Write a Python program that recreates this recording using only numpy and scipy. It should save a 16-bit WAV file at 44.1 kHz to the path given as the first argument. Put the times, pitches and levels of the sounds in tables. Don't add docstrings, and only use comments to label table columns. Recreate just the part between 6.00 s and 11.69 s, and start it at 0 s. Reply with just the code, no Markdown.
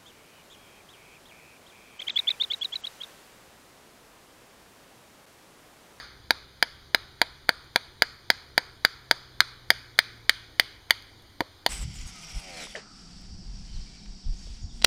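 import sys
import numpy as np
from scipy import signal
from scipy.fft import rfft, irfft, next_fast_len
from scipy.io import wavfile
from scipy.ndimage import uniform_filter1d, map_coordinates

SR = 44100
rng = np.random.default_rng(int(sys.argv[2]) if len(sys.argv) > 2 else 0)


def amplitude_ratio(level_db):
    exponent = np.asarray(level_db, float) / 20
    return 10 ** exponent


def bounce(signal):
    frames = np.transpose(np.atleast_2d(signal))
    limited = np.clip(frames, -1, 1)
    pcm = np.round(limited * 32767).astype(np.int16)
    wavfile.write(sys.argv[1], SR, pcm)


N = 250929


def unit(x):
    return x / np.sqrt(np.mean(x ** 2) + 1e-20)


def along(points, hz):
    f, v = np.transpose(points)
    return np.interp(np.log(hz + 1), np.log(f + 1), v)


def curves(rows):
    s, *cols = np.transpose(rows)
    return [np.interp(np.arange(N) / SR, s, c) for c in cols]


def wobble(rate):
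    knots = rng.standard_normal(int(N * rate / SR) + 4)
    return map_coordinates(knots, [np.arange(N) * rate / SR])


def filtered(x, response):
    m = next_fast_len(len(x) + 8192)
    return irfft(rfft(x, m) * response(np.fft.rfftfreq(m, 1 / SR)), m)[:len(x)]


def add(track, s, sound):
    at = round(s * SR)
    part = track[max(at, 0):max(at + len(sound), 0)]
    part += sound[max(-at, 0):][:len(part)]


def rush(spectrum, patchy_db):
    z = signal.stft(rng.standard_normal(N), nperseg=512)[2]
    patches = uniform_filter1d(rng.standard_normal(z.shape), 6, 0)
    patches = unit(uniform_filter1d(patches, 14, 1))
    noise = signal.istft(z * amplitude_ratio(patchy_db * patches), nperseg=512)[1][:N]
    return unit(filtered(noise, lambda hz: amplitude_ratio(along(spectrum, hz))))


def air():
    # pitch_hz, level_db
    rumble_colour = [(15, -3), (28, 2), (65, 4), (110, -0.5), (170, -10), (350, -5), (600, -13),
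                     (1000, -12.5), (1500, -37)]
    # pitch_hz, level_db
    leaf_colour = [(300, -43), (700, -6), (1500, -2.5), (2500, -3), (3500, 0.5), (4700, 0.5), (6000, -7.5),
                   (7500, -11.5), (9500, -12.5), (12000, -17), (15200, -22.5), (15400, -61)]
    # rumble_db, leaves_db
    rumble_db, leaves_db = (-56.5, -56)
    rumble = amplitude_ratio(rumble_db) * rush(rumble_colour, patchy_db=-1.0)
    return rumble + amplitude_ratio(leaves_db) * rush(leaf_colour, patchy_db=1.4)


def plane():
    # start_s, blade_pitch_hz, level_db, orders_against_blade_tone_db
    flight = [(0, 128, -67.5, 9.5), (1, 133, -62, -3), (1.6, 134, -64.5, -10), (2.6, 130, -63.5, -2),
              (3.5, 124, -58.5, -6), (4.2, 114.5, -57, -8), (4.7, 104.7, -62.5, -1),
              (5.69, 92.6, -63, -7.5)]
    # multiple_of_blade_pitch, level_db
    orders = [(.5, -5.5), (1.5, -10.5), (2, -16.5), (3, -10), (3.5, -16), (4, -12.5)]
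    hz, db, orders_db = curves(flight)
    turn = 2 * np.pi * np.cumsum(hz * (1 + 0.004 * wobble(6))) / SR
    blade_tone = amplitude_ratio(0.49 * wobble(1.2)) * np.sin(turn)
    engine = sum(amplitude_ratio(orders_db + level + 3 * wobble(3)) * np.sin(k * turn) for k, level in orders)
    return np.sqrt(2) * amplitude_ratio(db) * (blade_tone + engine)


def bird():
    # start_s, peak_db, pitch_hz, length_s
    calls = [
        (3.328, -55, 3510, 0.032),
        (3.955, -49, 3460, 0.011),
        (5.19, -51, 3420, 0.019),
    ]
    track = np.zeros(N)
    for s, db, hz, length in calls:
        t = np.arange(round(length * SR)) / SR
        whistle = np.sin(2 * np.pi * hz * t * (1 - .5 * t))
        add(track, s, amplitude_ratio(db) * np.hanning(len(t)) * whistle)
    return track


def small_knocks(rows, cycles, noise):
    track, t = np.zeros(N), np.arange(1024) / SR
    for s, db, hz in rows:
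        hiss = noise * amplitude_ratio(-60 * t / 0.0051) * uniform_filter1d(rng.standard_normal(len(t)), size=2)
        tone = amplitude_ratio(-60 * t * hz / cycles) * np.sin(2 * np.pi * hz * t)
        add(track, s, amplitude_ratio(db) * (tone + hiss))
    return track


def fibre_ticks():
    # start_s, peak_db, pitch_hz
    ticks = [(1.124, -50, 9100), (1.487, -28, 2180), (1.644, -44, 7000), (2.847, -37, 2000),
             (3.981, -32, 4400), (3.985, -42, 6450), (4.899, -31, 2400), (5.024, -33, 4530),
             (5.222, -45.5, 12600), (5.225, -45, 9740), (5.566, -59, 9500)]
    return small_knocks(ticks, cycles=22, noise=0.38)


def settling_knocks():
    # start_s, peak_db, pitch_hz
    rebounds = [
        (2.858, -34, 1500),
        (3.416, -21, 1280),
        (3.716, -27, 656),
        (5.4056, -23, 1930),
        (5.407, -21, 330),
        (5.41, -21, 1330),
        (5.418, -25, 520),
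    ]
    return small_knocks(rebounds, cycles=11, noise=0.071)


def ring(modes, t, attack, scatter_db, scatter_phase):
    hz, db, t60 = np.transpose(modes)[..., None]
    luck = rng.standard_normal((3, len(modes), 1))
    detune = 1 + .015 * luck[0]
    swing = np.sin(2 * np.pi * hz * detune * t + scatter_phase * luck[1])
    decay = amplitude_ratio(db + scatter_db * luck[2] - 60 * t / t60)
    sound = -(1 - np.exp(-t / attack)) * np.sum(decay * swing, axis=0)
    return sound / np.linalg.norm(sound)


def splinters(t):
    # pitch_hz, level_db
    crack_colour = [(3000, -49), (5500, 7), (7000, 0.5), (10000, 3.5), (13000, -2.5), (15500, -4),
                    (17000, -15)]
    crack = filtered(rng.standard_normal(len(t)), lambda hz: amplitude_ratio(along(crack_colour, hz)))
    snap = (1 - np.exp(-t / .0005)) * amplitude_ratio(-60 * t / .007)
    fray = amplitude_ratio(-23 - 60 * t / 0.034)
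    crack = crack * (snap + fray)
    return crack / np.linalg.norm(crack)


def blow(s, strength_db, thud_db, bite_db, stick_hz):
    # pitch_hz, level_db, t60_s
    stump_modes = [(164, -16.5, 0.015), (330, -1.5, 0.012), (520, -10, 0.033), (748, 10, 0.01),
                   (923, 3, 0.021)]
    # multiple_of_stick_pitch, level_db, t60_s
    stick_modes = [(.84, -45, 0.0041), (1, 14.5, 0.007), (1.162, 13.5, 0.0046)]
    # pitch_hz, level_db, t60_s
    across_mode = (2145, 5.9, 0.0087)
    # pitch_hz, level_db, t60_s
    billet_modes = [(3050, -2, .011), (3350, 0, .011), (3750, 0, .011)]
    # multiple_of_blade_pitch, level_db, t60_s
    blade_modes = [(.87, -5, 0.011), (0.95, -2.5, 0.013), (1.01, -0.5, 0.013), (1.065, -8.5, 0.009)]

    t = np.arange(2048) / SR
    gape = np.interp(s, [3.25, 4.9], [0, 1])
    billet_db = -6 + 5 * gape + bite_db
    blade_db = -2.8 + bite_db
    crack_db = -13.5 + 3 * gape + bite_db
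    billet_pitch = 1 - 0.092 * gape
    blade_hz = 4647 - 4.5 * thud_db

    stick_now = [(k * stick_hz, db, t60) for k, db, t60 in stick_modes] + [across_mode]
    billet_now = [(hz * billet_pitch, db, t60) for hz, db, t60 in billet_modes]
    blade_now = [(k * blade_hz, db, t60) for k, db, t60 in blade_modes]
    stick = ring(stick_now, t, attack=.0003, scatter_db=1.5, scatter_phase=.08)
    thud = ring(stump_modes, t, attack=0.0004, scatter_db=1.2, scatter_phase=0.05)
    billet = ring(billet_now, t, attack=0.0005, scatter_db=1.5, scatter_phase=0.39)
    blade = ring(blade_now, t, attack=0.00048, scatter_db=4.0, scatter_phase=0.56)

    grip = amplitude_ratio(-60 * (t / 0.017) ** 2)
    held = grip * (stick + amplitude_ratio(billet_db) * billet + amplitude_ratio(blade_db) * blade)
    sound = amplitude_ratio(thud_db - 2.6) * thud + held + amplitude_ratio(crack_db) * splinters(t)

    cancel_hz, wide_hz = 1166, 228
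    cancel = 0.71 * min(amplitude_ratio(thud_db + 3.5), 1)
    sound = filtered(sound, lambda f: 1 - cancel * 1j * f * wide_hz / (cancel_hz ** 2 - f * f + 1j * f * wide_hz))
    add(sound, .0043, amplitude_ratio(-35.5) * sound.copy())
    return amplitude_ratio(strength_db + 16.0) * filtered(sound, lambda hz: (1j * hz / (180 + 1j * hz)) ** 2)


def echo(sound, near_db, far_db):
    # pitch_hz, t60_s
    trunk_fade = [(300, 0.2), (1500, 0.8), (4500, 0.56), (9000, 0.39), (15000, 0.62)]
    # pitch_hz, level_db
    trunk_colour = [(200, 8), (800, 2.5), (1200, 3), (1550, 2), (1900, -3.5), (2300, 3), (3500, 5.5),
                    (4600, 6), (5200, 4), (6000, 9), (9000, 6), (15200, -8), (15400, -36)]
    hz, t, z = signal.stft(rng.standard_normal(SR), SR, nperseg=256)
    level_db = along(trunk_colour, hz)[:, None] - 60 * t / along(trunk_fade, hz)[:, None]
    far = signal.istft(z * amplitude_ratio(level_db), SR, nperseg=256)[1][:SR]
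    t = np.arange(SR) / SR
    far = far * (1 - np.exp(-(t / .025) ** 2))
    near = uniform_filter1d(rng.standard_normal(SR), size=3) * amplitude_ratio(-60 * t / 0.067) * (t > .003)
    blurred = np.sqrt(np.abs(uniform_filter1d(np.abs(rfft(sound, SR)) ** 2, size=800)))
    trunks = amplitude_ratio(far_db) * irfft(rfft(far) * blurred, SR) / np.linalg.norm(far)
    scatter = signal.fftconvolve(sound[:256], near)[:SR] / np.linalg.norm(near)
    return trunks + amplitude_ratio(near_db) * scatter


def baton():
    # start_s, strength_db, stump_thud_against_stick_db, edge_bite_db, stick_pitch_hz
    blows = [(0.3067, -3.5, -4, 0, 1720), (0.6262, -3, -5, 0, 1710), (0.9466, -3, -5, 0.5, 1700),
             (1.2159, -3, -1.5, -.5, 1690), (1.4916, -2, -5, -1.9, 1630), (1.7596, -4, -2.5, 0.6, 1666),
             (2.0211, -1.5, -7, 0.5, 1660), (2.302, -1.6, -8, 0.1, 1690), (2.5785, -3, -3.5, 0, 1660),
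             (2.8495, -1, -14, -.3, 1675), (3.1113, -2.5, -5, 1.7, 1620), (3.4047, -0.5, -28.5, 0.6, 1720),
             (3.7037, 1.3, -10, -0.6, 1846), (3.9894, 1.5, -15.5, -2, 1770), (4.2944, 0.4, -22, -0.5, 1894),
             (4.597, -0.8, -10.5, 0.1, 1930), (4.907, -0.8, -10.5, -1.2, 2024), (5.406, -13, 4.5, -4, 1880),
             (5.6631, -10.5, 3.5, 4, 1870)]
    earlier_blow = (-.016, -1, -8, 0, 1655)
    track = np.zeros(N)
    for row in [earlier_blow, *blows]:
        sound = blow(*row)
        add(track, row[0], sound)
        add(track, row[0], echo(sound, near_db=-22, far_db=-27))
    return track


def scene():
    background = air() + plane() + bird()
    small = fibre_ticks() + settling_knocks()
    return (background + small + baton())[None]


def saturate(x, top, hardness):
    return x / (1 + np.abs(x / top) ** hardness) ** (1 / hardness)


def roll_off(x):
    return signal.sosfilt(signal.butter(12, 17140, fs=SR, output="sos"), x)


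def record(dry):
    # centre_hz, width_hz
    notches = [
        (2695, 687),
        (5505, 800),
        (7865, 1830),
        (10925, 1280),
    ]
    # pitch_hz, level_db
    band_limit = [(14800, -0.5), (15900, -5), (17000, -23.5), (17250, -80)]
    x = saturate(dry[0], top=1.4, hardness=4)
    for c, w in notches:
        x = filtered(x, lambda f: (c * c - f * f) / (c * c - f * f + 1j * f * w))
    x = saturate(x, top=.99, hardness=9)
    x = filtered(x, lambda f: amplitude_ratio(along(band_limit, f)))
    return roll_off(x[None])


dry = scene()
out = record(dry)
bounce(out)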